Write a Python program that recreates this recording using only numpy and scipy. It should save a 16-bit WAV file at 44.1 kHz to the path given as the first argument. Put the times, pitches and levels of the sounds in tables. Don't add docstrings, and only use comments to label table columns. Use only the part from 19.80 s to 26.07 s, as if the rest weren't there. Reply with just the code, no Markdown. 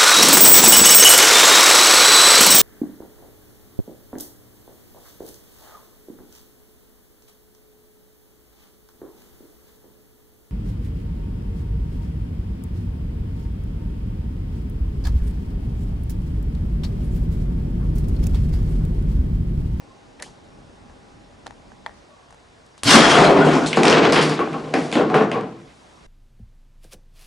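import sys
import numpy as np
from scipy import signal
from scipy.fft import rfft, irfft, next_fast_len
from scipy.io import wavfile
from scipy.ndimage import uniform_filter1d, map_coordinates

SR = 44100
rng = np.random.default_rng(int(sys.argv[2]) if len(sys.argv) > 2 else 0)


def gain_from_decibels(decibels):
    exponent = np.asarray(decibels, float) / 20
    return 10 ** exponent


def log_audio(samples):
    frames = np.atleast_2d(samples).T
    limited = np.clip(frames, -1, 1)
    pcm = np.round(limited * 32767).astype(np.int16)
    wavfile.write(sys.argv[1], SR, pcm)


N = 276319

# (frequency [Hz], density [dB per Hz])
HISS_COLOUR = [(12, -41), (20, -22), (43, -1), (194, -8), (595, -6), (699, -5.5), (757, -5), (889, -7.5),
               (963, -6.5), (1040, -7.5), (1290, -11), (3000, -18.5), (5000, -19), (7740, -24.5),
               (11900, -35), (15400, -60), (22000, -120)]
# (frequency [Hz], density [dB per Hz])
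DRONE_COLOUR = [(20, -14), (35, 7.5), (60, 1), (150, 2), (300, 2.5), (500, -4.5), (900, -15), (2000, -46),
                (4000, -66)]
# (frequency [Hz], level [dB])
MACHINE_TONES = [(576.0, -68), (812.9, -62)]
# (time [s], length [s], frequency [Hz], width
# [Hz], level [dB])
CREAKS = [(0.035, 0.18, 1060, 35, -59), (0.43, 0.019, 1860, 300, -46), (.4235, 0.007, 1900, 400, -33.5),
          (.44, 0.032, 3000, 400, -53), (.3945, .007, 2250, 430, -46), (.398, .022, 1800, 250, -47),
          (.397, 0.0076, 3300, 600, -49), (1.7075, 0.0042, 4200, 3000, -50), (2.067, .009, 1950, 250, -44),
          (2.073, .017, 800, 250, -44), (2.105, .025, 1800, 300, -58), (1.6665, .003, 3400, 2600, -37),
          (1.6705, .012, 3200, 2500, -49), (1.672, .011, 700, 400, -42), (1.721, .007, 840, 300, -48),
          (.4205, 0.0033, 5000, 5000, -44), (2.98, .03, 3800, 1500, -55), (.97, 0.19, 230, 50, -54),
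          (5.87, 0.076, 2200, 1040, -56), (.396, 0.051, 640, 330, -44), (.455, 0.043, 860, 340, -50),
          (2.292, 0.16, 1130, 25, -58), (2.283, 0.072, 600, 45, -56)]
# (time [s], peak [dB], ring [Hz], snap [dB], left-right [dB])
CLICKS = [(0.398, -40, 890, -2, 0.5), (0.423, -26.5, 960, 5.5, 1), (0.9, -56, 810, -18, -5),
          (1.097, -41, 870, -14, -2.5), (1.662, -30, 660, -13, 10), (1.6665, -23.5, 850, -21, -8),
          (1.675, -41, 720, -22, 18), (1.707, -34, 870, -33, 19), (1.918, -37.5, 795, -23, -19),
          (2.062, -15, 904, -26, 5), (2.0664, -30, 890, -36, -24), (2.0935, -39, 796, -28, 23),
          (2.506, -39.5, 900, -7, 8), (2.525, -38.5, 760, -8, 8), (2.544, -40, 859, -7, 0.0),
          (2.978, -40.5, 1140, 1.5, 5), (2.862, -55, 1100, 9, 0)]
# (time [s], peak [dB])
SPARKS = [
    (3.034, -4),
    (3.0356, -4),
    (3.0428, -19),
]
# (time [s], frequency [Hz], t60 [s], peak [dB])
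BARREL_PUFF = (3.0526, 118, .1, -12)
# (time [s], strength [dB], brightness [dB])
BLAST = [
    (3.04, -49, 6.5),
    (3.074, -26, 4.5),
    (3.116, -16, 3),
    (3.14, -13, 1.5),
    (3.175, -11, -2),
    (3.23, -13.5, -3.5),
    (3.28, -12.5, -4.5),
         (3.31, -15, -1.5),
    (3.37, -12, -5),
    (3.43, -12.5, -6.5),
    (3.49, -12.5, -8.5),
    (3.575, -16, -11),
    (3.64, -16, -9.5),
    (3.67, -15, -9.5),
    (3.754, -20, -5.5),
    (3.871, -28.5, -6),
]
# (frequency [Hz], density [dB per Hz])
ROAR_COLOUR = [(18, -45), (30, -20), (80, -16.5), (149, -7), (405, -1.5), (589, -4), (685, -3), (972, -5.5),
               (1070, -5.5), (2170, -10.5), (5200, -26.5), (8790, -36.5), (11900, -48.5), (15400, -76),
               (22000, -120)]
# (frequency [Hz], width [Hz], level [dB])
DOOR_MODES = [(157, 6.5, 10), (280, 16, 7), (690, 73, -4), (1060, 52, -12), (1428, 38, 2.5), (2810, 20, 4),
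              (3300, 180, -2.5), (5200, 160, -10)]
# (time [s], length [s], level [dB])
RINGING_MODES = [((153, 5.9), [(3.495, 0.3, -23), (3.75, 0.38, -31), (4.25, 0.36, -25.5),
                 (4.6, 0.5, -37.5)]), ((219, 16), [(3.06, 0.2, -23), (3.135, 0.115, -15.5)]), ((458, 51),
                 [(4.05, 0.28, -20.5), (4.3, 0.28, -31)]), ((275, 100), [(3.053, 0.077, -22),
                 (3.14, 0.043, -18), (3.185, .05, -16), (3.55, 0.32, -17.5), (4.3, 0.47, -28.5),
                 (4.94, 0.072, -20), (5.155, 0.083, -17)]), ((398, 20.4), [(3.4, 0.38, -19),
                 (5.155, 0.1, -24.5)]), ((491, 88), [(3.3, 0.27, -24.5)]), ((647, 68), [(3.55, 0.1, -19)]),
                 ((1110, 35), [(4.6, 0.06, -25), (4.73, 0.066, -36), (5.35, 0.091, -26),
                 (5.53, 0.087, -31.5)]), ((1460, 110), [(3.6, 0.069, -22)]), ((3060, 200),
                 [(3.072, 0.025, -18.5)]), ((2830, 70), [(3.1, 0.091, -22)]), ((3800, 250),
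                 [(3.097, 0.011, -20), (3.2, .012, -19)]), ((2500, 250), [(3.47, .03, -31),
                 (4.73, 0.038, -43)]), ((778, 60), [(4.595, .04, -26), (4.74, .04, -33.5)]), ((142, 50),
                 [(5.5, .4, -45.5)]), ((3200, 260), [(3.165, .04, -22), (3.24, .04, -22.5),
                 (3.295, 0.041, -24.5), (3.345, 0.012, -22), (3.365, 0.023, -26), (3.4, .03, -32)]),
                 ((3250, 120), [(3.11, 0.31, -29)]), ((4200, 150), [(3.862, 0.029, -31)]), ((4120, 82),
                 [(3.435, 0.074, -31.5)]), ((4600, 320), [(4.415, .05, -34), (4.47, 0.058, -39)]),
                 ((5150, 200), [(3.12, 0.035, -24), (3.24, .05, -28)])]
# (time [s], force [dB], brightness [dB])
TOPPLE = [
    (3.86, -25.5, -11),
    (3.97, -26.5, -13),
    (3.974, -17, -9),
    (3.992, -16.5, -15),
    (4.028, -16.5, -13),
    (4.096, -14, -1.5),
    (4.224, -16, -7),
    (4.258, -15, -6.5),
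    (4.315, -16.5, -13),
]
# (time [s], force [dB], brightness [dB])
SKID = [
    (4.329, -19.5, -1),
    (4.408, -15, -6),
    (4.422, -20.5, -2.5),
    (4.53, -23, -7.5),
    (4.585, -30, -6.5),
]
# (time [s], force [dB], brightness [dB])
SETTLE = [
    (4.6, -22.5, -24),
    (4.7, -33, -11),
    (4.93, -32.5, -13),
    (5.3, -28, -15),
    (5.6, -38.5, -15),
    (5.7, -44.5, -14),
    (5.82, -52, -2),
]
# (frequency [Hz], density [dB per Hz])
SCRAPE_COLOUR = [(18, -60), (30, -29), (113, -14), (153, -2.5), (405, -1.5), (448, 0.5), (547, -6),
                 (1050, -9), (1280, -11), (4590, -20), (9010, -35.5), (11000, -55), (11900, -58),
                 (15400, -86), (22000, -120)]
# (frequency [Hz], width [Hz], level [dB])
PLYWOOD_MODES = [(157, 65, -8.5), (238.5, 135, -5), (337, 77, -2), (446.5, 46, -0.5), (630, 175, -5),
                 (795, 96, -3.5), (1052, 112, -6.5), (1500, 500, -12.5)]
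# (time [s], peak [dB], centre [Hz], room [dB])
CRACKS = [(3.489, -20, 3020, -5), (3.65, -25.5, 6500, 8.5), (3.755, -21, 6000, -4),
          (3.863, -22, 7400, 13.5), (3.96, -26, 6520, 10.5), (3.972, -17, 4500, -7), (3.981, -22, 5000, -5),
          (4.033, -4, 2290, -9), (4.0335, -10, 5500, -6), (4.054, -5.5, 2400, -11), (4.0532, -11, 5500, -1),
          (4.071, -9, 2600, -11), (4.074, -20, 7500, 0), (4.099, -9, 5200, 1), (4.174, -20, 2800, -8),
          (4.192, -17, 1980, 0), (4.253, -10, 2290, -4), (4.252, -21, 5500, -11), (4.224, -21, 3000, -8),
          (4.324, -17.5, 8800, 5.5), (4.344, -22, 6500, 0.0), (4.359, -9.5, 2670, 4),
          (4.376, -15, 3480, -9), (4.414, -18, 5000, 3.5), (4.426, -14, 8550, 2), (4.452, -23, 3000, -10),
          (4.496, -20.5, 4740, 0.5), (4.545, -27, 3000, 0), (4.5922, -22.5, 2180, 8),
          (4.716, -40, 4500, -1), (4.73, -30.5, 2580, 2), (4.731, -37, 6500, -5),
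          (4.939, -12, 1870, 3), (4.941, -21, 4500, 0), (5.116, -23, 4500, -3), (5.117, -24, 2500, 0),
           (5.1266, -17, 3200, 3), (5.138, -22, 2800, 2), (5.126, -20.5, 6500, 4), (5.127, -15, 2100, 1),
           (5.154, -12, 1710, -1), (5.155, -18, 3300, 1), (5.185, -22, 2600, 0), (5.299, -33, 4170, -5),
           (5.3005, -23, 1250, 4), (5.343, -15, 2480, 2.5), (5.346, -12.5, 1500, 2),
           (5.354, -34, 7000, -16), (5.36, -20, 1710, 5.5), (5.422, -32, 5440, -1), (5.497, -35, 1100, 3),
           (5.5155, -17.5, 2300, -2), (5.522, -30, 2600, 4), (5.534, -31, 2700, 2), (5.572, -32, 1300, 6),
           (5.61, -32, 1310, 1)]
# (time [s], peak [dB], centre [Hz], room [dB])
SNAPS = [
    (4.0815, -4.5, 3800, -10),
    (4.1275, -4, 3000, -11),
]
# (time [s], peak [dB], centre [Hz], room [dB])
PINGS = [
    (3.8615, -15.5, 3800, -2),
    (3.93, -8, 2390, -1),
    (3.933, -16, 1900, 0),
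    (3.87, -24, 2900, 2),
    (4.323, -9.5, 4730, 2.5),
]
# (time [s], peak [dB], t60 [s], dull above [Hz])
THUDS = [(3.765, -11, 0.024, 597), (3.779, -10.5, 0.047, 597), (3.9713, -3.5, 0.079, 1200),
         (4.045, -5.5, 0.068, 910), (4.17, -5.5, 0.23, 714), (4.325, -10, 0.07, 800),
         (4.591, -11.5, 0.19, 1580), (4.674, -21, 0.056, 1200), (4.742, -21.5, 0.1, 1000),
         (4.867, -28, 0.067, 500), (4.936, -13.5, .05, 500), (4.939, -11.5, 0.15, 700),
         (4.956, -12.5, 0.097, 550), (5.126, -18, 0.2, 900), (5.154, -7, 0.14, 826),
         (5.171, -8.5, 0.092, 650), (5.197, -6.5, 0.04, 604), (5.21, -13, .12, 500),
         (5.3, -14.5, 0.4, 1000), (5.342, -6, 0.093, 2090), (5.356, -5, 0.19, 1300),
         (5.410, -8.5, 0.049, 800), (5.515, -14, 0.3, 1500), (5.555, -16.5, 0.31, 800)]
# (time [s], length [s], frequency
# [Hz], width [Hz], level [dB])
DUST = [(5.78, .48, 4300, 4600, -64.5), (4.4, 0.17, 7400, 2200, -43.5), (4.56, 0.56, 5200, 3600, -55),
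        (5.43, 0.29, 4500, 4500, -66), (3.865, 0.026, 6100, 2200, -32.5), (4.96, 0.16, 4300, 4000, -43),
        (5.1, 0.037, 4900, 4300, -49), (5.35, 0.11, 2400, 1300, -37.5), (5.52, 0.064, 2100, 1000, -44),
        (4.035, 0.086, 4400, 2600, -29.5), (5.16, .08, 2400, 1500, -37.5)]
# (frequency [Hz], t60 [s])
GARAGE_T60 = [(100, 1), (500, 0.42), (2000, 0.41), (6000, 0.34), (11000, 0.23)]
# (frequency [Hz], left-right [dB])
LEAN = [(60, 2), (170, 0), (490, 1.0), (1400, 2), (4000, 0), (11400, -1.5)]
# (frequency [Hz], left-right likeness [-])
BLAST_ALIKE = [(30, .75), (80, 0.92), (160, 1), (350, 0.97), (830, 0.89), (2000, 0.71), (4500, 0.82),
               (11000, 0.79)]
# (frequency [Hz], left-right likeness [-])
LOUD_ALIKE = [(30, .75), (70, 1), (160, 1), (350, 0.96), (830, 0.86), (2000, 0.74), (4000, 0.93),
              (11000, 0.97)]
# (frequency [Hz], left-right likeness [-])
QUIET_ALIKE = [(60, 0.82), (140, 0.78), (350, 0.12), (830, 0.082), (2000, 0.14), (11000, 0.068)]
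CEILING = [
    [1.13],
    [0.97],
]
# (from time [s], top [Hz])
TREBLE_TOP = [(0, 11340), (3.02, 11300), (3.038, 12100), (3.19, 11400), (3.215, 10800), (3.27, 11300),
              (3.38, 10500), (4.05, 10200), (4.17, 9500), (4.21, 10300), (4.285, 8400), (4.3, 11230),
              (4.58, 10600), (5.12, 11000), (5.17, 10650), (5.7, 11480)]
# (from time [s], to time [s], low [Hz], high [Hz])
TREBLE_HOLES = [(4.205, 4.3, 8800, 9300), (3.83, 3.85, 8400, 9000), (4.76, 4.82, 9100, 9400),
                (5.41, 5.5, 9300, 9800)]
# (from time [s], to time [s])
WIDE_TREBLE = [(.41, .44), (1.655, 1.68), (2.055, 2.075), (2.14, 2.2), (3.04, 3.27), (4.07, 4.09),
               (4.3, 4.35), (5.66, 5.73)]

HISS_DB, GAIN_BACK_S, GAIN_BACK_DB_PER_S = -51.5, 5.75, 4
MACHINE_DB, MACHINE_STOP_S, COAST_S, IDLE_DB = -50.5, 2.19, 0.13, -61
TONES_DB, TONES_DROP_DB = -5.5, 29
OVERTONES_DB, OVERTONES_GROW = -3.5, 0.21
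RASP_DB, GRIT_DB, GRIT_GROWS = 0.4, -16, 0.79
CRACK_WIDTH_HZ, PING_WIDTH_HZ, SNAP_LEFT_DB, THUD_ROOM_DB = 1580, 1400, 6, -1.5
FLAT_DB, FLAT_DB_PER_OCTAVE, FLAT_MOST_DB = -35, 22.5, 12
GAS_ROAR_DB, GAS_HISS_DB, GAS_HISS_GROWS, BLAST_LEFT_DB = 0, -2.5, 2.22, 0.8


def unit(x):
    return x / np.sqrt(np.mean(x ** 2) + 1e-20)


def peak1(x):
    return x / np.abs(x).max()


def along(points, hz):
    f, v = np.transpose(points)
    return np.interp(np.log(hz + 1), np.log(f + 1), v)


def curves(rows):
    s, *cols = np.transpose(rows)
    return [np.interp(np.arange(N) / SR, s, c, left=-120, right=-120) for c in cols]


def wobble(rate):
    knots = rng.standard_normal(int(N * rate / SR) + 4)
    return map_coordinates(knots, [np.arange(N) * rate / SR])


def filtered(x, response):
    m = next_fast_len(x.shape[-1] + 8192)
    return irfft(rfft(x, m) * response(np.fft.rfftfreq(m, 1 / SR)), m)[..., :x.shape[-1]]


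def resonances(modes):
    def response(f):
        total = 0
        for k, (c, w, db) in enumerate(modes):
            total = total + (-1) ** k * gain_from_decibels(db) * 1j * f * w / (c * c - f * f + 1j * f * w)
        return total
    return response


def ports(pair, alike):
    turn = lambda hz: np.arccos(np.clip(along(alike, hz), -1, 1)) / 2
    mid, side = filtered(pair, lambda hz: np.array([np.cos(turn(hz)), np.sin(turn(hz))]))
    return np.array([mid + side, mid - side])


def rush(gain, alike, patchy_db):
    z = signal.stft(rng.standard_normal((2, N)), nperseg=512)[2]
    field = uniform_filter1d(rng.standard_normal(z.shape[1:]), size=4, axis=0)
    field = uniform_filter1d(field, size=8, axis=1)
    pair = signal.istft(z * gain_from_decibels(patchy_db * unit(field)), nperseg=512)[1][:, :N]
    return ports(filtered(pair, gain), alike)


def by_band(x, levels):
    low = lambda f: 1 / (1 + (f / 1000) ** 6)
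    high = lambda f: 1 / (1 + (4000 / (f + 1)) ** 6)
    middle = lambda f: 1 - low(f) - high(f)
    parts = [filtered(x, band) for band in (low, middle, high)]
    return sum(gain_from_decibels(db) * unit(part) for part, db in zip(parts, levels))


def add(out, s, x):
    piece = out[:, round(s * SR):][:, :x.shape[-1]]
    piece += x[..., :piece.shape[1]]


def in_garage(x, wet_db, pan_db=0, feed=None, size=SR):
    hz, t, z = signal.stft(rng.standard_normal((2, size)), SR, nperseg=256)
    decay = gain_from_decibels(-60 * t / along(GARAGE_T60, hz)[:, None])
    tail = signal.istft(z * decay, SR, nperseg=256)[1][:, :size]
    thicken = 1 - np.exp(-np.arange(size) / SR / 0.0038)
    tail = ports(tail, LOUD_ALIKE) * thicken
    source = x if feed is None else feed
    out = gain_from_decibels(wet_db) * signal.fftconvolve(source[None], tail / np.linalg.norm(tail[0]), axes=1)
    out[:, :len(x)] += x * gain_from_decibels([[pan_db / 2], [-pan_db / 2]])
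    return out


def rubs(rows):
    out = np.zeros((2, N))
    for s, length, hz, width, db in rows:
        noise = rng.standard_normal((2, SR // 2))[:, :round(length * SR)]
        rub = filtered(noise, lambda f: resonances([(hz, 1.55 * width, 0)])(f) ** 2)
        stereo = unit(ports(rub, [(150, 1.0), (1000, 0.83)]))
        size = rub.shape[1]
        add(out, s, gain_from_decibels(db) * stereo * np.hanning(size) ** 0.21 * gain_from_decibels(np.linspace(2.5, -2.5, size)))
    return out


def background():
    t = np.arange(N) / SR
    stopped = np.clip((t - MACHINE_STOP_S) / COAST_S, 0, 1)
    drone_db = MACHINE_DB + (IDLE_DB - MACHINE_DB) * stopped
    tones_db = TONES_DB - TONES_DROP_DB * stopped
    hiss_db = GAIN_BACK_DB_PER_S * np.maximum(t - GAIN_BACK_S, 0)

    hiss = unit(rush(lambda f: gain_from_decibels(along(HISS_COLOUR, f)), QUIET_ALIKE, patchy_db=1.26))
    hiss = gain_from_decibels(HISS_DB + hiss_db) * hiss
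    drone = unit(rush(lambda f: gain_from_decibels(along(DRONE_COLOUR, f)), QUIET_ALIKE, patchy_db=-2.0))
    drone = gain_from_decibels(drone_db + hiss_db + 1.1 * wobble(4.8)) * drone
    tones = np.zeros(N)
    for hz, db in MACHINE_TONES:
        level = gain_from_decibels(db + 6 + tones_db + 1.2 * wobble(3.7))
        tones += level * np.sin(2 * np.pi * hz * t + .3 * wobble(2.7))
    return hiss + drone + tones + rubs(CREAKS)


def clicks():
    out, t = np.zeros((2, N)), np.arange(SR // 10) / SR
    impulse = 1. * (t == 0)
    bright = lambda f: resonances([(5000, 9000, 0)])(f) ** 2
    for s, db, hz, snap_db, pan_db in CLICKS:
        over_db = OVERTONES_DB + OVERTONES_GROW * (db + 32.5)
        pipe = resonances([(0.56 * hz, 200, -12), (hz, 170, 0), (2.11 * hz, 220, over_db - 0.4)])
        upper = resonances([(3.63 * hz, 300, 2 * over_db - 7.0), (5.2 * hz, 400, 2 * over_db - 12.0)])
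        soft = lambda f: 1 / (1 + 1j * f / (3000 * gain_from_decibels(0.34 * over_db))) ** 2
        ring = peak1(filtered(impulse, lambda f: (pipe(f) + upper(f)) * soft(f)))
        burst = rng.standard_normal(len(t)) * gain_from_decibels(-60 * t / 0.024)
        snap = gain_from_decibels(snap_db) * peak1(filtered(burst, bright))
        smooth = unit(filtered(impulse, bright)) * np.std(snap)
        feed = 0.27 * ring + smooth
        click = in_garage(ring + snap, wet_db=-7.0, pan_db=pan_db, feed=feed, size=SR // 2)
        add(out, s + .0006, -gain_from_decibels(db) * click)
    return out


def igniter():
    out, t = np.zeros((2, N)), np.arange(SR // 10) / SR
    for s, db in SPARKS:
        spark = 0.4 * rng.standard_normal(len(t)) * gain_from_decibels(-60 * t / 0.0061) - (t == 0)
        add(out, s, gain_from_decibels(db) * in_garage(spark, wet_db=-2.0, size=SR // 2))
    return out


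def slide():
    colour = lambda f: gain_from_decibels(along(SCRAPE_COLOUR, f)) * (1 + 0.45 * np.abs(resonances(PLYWOOD_MODES)(f)))
    chatter = wobble(60)
    catches = np.abs(wobble(170)) - .8
    shudder, bright = curves(TOPPLE + SKID + SETTLE)
    rasp = shudder + RASP_DB + bright
    grit = shudder + GRIT_DB + GRIT_GROWS * bright
    levels = [shudder + 0.76 * chatter,
              rasp + 1.26 * chatter + 2.1 * catches,
              grit + 0.6 * chatter + 2.5 * catches]
    return by_band(rush(colour, LOUD_ALIKE, patchy_db=0.0), levels)


def cracks(rows, width=CRACK_WIDTH_HZ, pan_db=0):
    out, t = np.zeros((2, N)), np.arange(SR // 20) / SR
    for s, db, hz, wet_db in rows:
        flat_db = min(FLAT_DB + FLAT_DB_PER_OCTAVE * np.log2(hz / 2000), FLAT_MOST_DB)
        splash = lambda f: resonances([(4000, 6000, flat_db)])(f) / (1 + 1j * f / 9000)
        edge = lambda f: resonances([(hz, width, 0)])(f) ** 2 + splash(f)
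        burst = rng.standard_normal(len(t)) * gain_from_decibels(-60 * t / 0.0091)
        crack = peak1(filtered(burst, edge))
        smooth = filtered(1. * (t == 0), edge)
        feed = smooth * np.linalg.norm(crack) / np.linalg.norm(smooth)
        add(out, s, gain_from_decibels(db) * in_garage(crack, wet_db, pan_db, size=SR // 3, feed=feed))
    return out


def thuds():
    out, t = np.zeros((2, N)), np.arange(SR // 2) / SR
    for s, db, t60, dull_hz in THUDS:
        decay = gain_from_decibels(-60 * t / t60) + 2.0 * gain_from_decibels(-60 * t / 0.0035)
        shake = rng.standard_normal(len(t)) * decay - 14 * (t == 0)
        board = lambda f: resonances(PLYWOOD_MODES)(f) / (1 + 1j * f / dull_hz) / (1 + 1j * f / 5000)
        thud = peak1(filtered(shake, board))
        add(out, s, gain_from_decibels(db) * in_garage(thud, THUD_ROOM_DB, size=3 * SR // 4))
    return out


def blows():
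    edges = cracks(CRACKS) + cracks(SNAPS, pan_db=SNAP_LEFT_DB)
    return edges + cracks(PINGS, width=PING_WIDTH_HZ) + thuds()


def door_rings():
    rows = []
    for (hz, width), shakes in RINGING_MODES:
        rows += [(s, length, hz, width, db) for s, length, db in shakes]
    return rubs(rows)


def puff():
    out, t = np.zeros((2, N)), np.arange(SR // 4) / SR
    s, hz, t60, db = BARREL_PUFF
    swell = 1 - np.exp(-t / 0.019)
    add(out, s, gain_from_decibels(db - 60 * t / t60) * np.sin(2 * np.pi * hz * t) * swell * 2)
    return out


def blast():
    def colour(f):
        door = sum(gain_from_decibels(db) * w * w / (w * w + 4 * (f - c) ** 2) for c, w, db in DOOR_MODES)
        return gain_from_decibels(along(ROAR_COLOUR, f)) * (1 + door / 2)

    rattle = wobble(45) + 1.1 * (np.abs(wobble(160)) - .8)
    boom, bright = curves(BLAST)
    roar = boom + GAS_ROAR_DB + bright
    hiss = boom + GAS_HISS_DB + GAS_HISS_GROWS * bright
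    levels = [boom + .5 * rattle, roar + .9 * rattle, hiss + 1.1 * rattle]
    gas = by_band(rush(colour, BLAST_ALIKE, patchy_db=1.5), levels)
    return gain_from_decibels([[BLAST_LEFT_DB / 2], [-BLAST_LEFT_DB / 2]]) * gas


def scene():
    lean = lambda f: gain_from_decibels(along(LEAN, f) * np.array([[.5], [-.5]]))
    quiet = background() + clicks() + igniter() + puff()
    loud = slide() + rubs(DUST) + blows() + door_rings() + blast()
    return quiet + filtered(loud, lean)


def band_limit(x):
    return signal.sosfilt(signal.butter(12, 12020, fs=SR, output="sos"), x)


def record(dry):
    hard = 4
    x = dry / (1 + np.abs(dry / np.array(CEILING)) ** hard) ** (1 / hard)
    mid_side = np.array([x[0] + x[1], x[0] - x[1]]) / 2
    hz, t, z = signal.stft(mid_side, SR, nperseg=512)
    start, top_hz = np.transpose(TREBLE_TOP)
    top_now = top_hz[np.searchsorted(start, t, side="right") - 1]
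    z = z / (1 + (hz[:, None] / top_now) ** 80)
    for a, b, low, high in TREBLE_HOLES:
        z *= ~np.outer((hz > low) & (hz < high), (t > a) & (t < b))
    wide = sum((t > a) & (t < b) for a, b in WIDE_TREBLE) > 0
    z[1] *= wide | (hz[:, None] < 4000)
    mid, side = signal.istft(z, SR, nperseg=512)[1][:, :N]
    return band_limit(np.array([mid + side, mid - side]))


dry = scene()
out = record(dry)
log_audio(out)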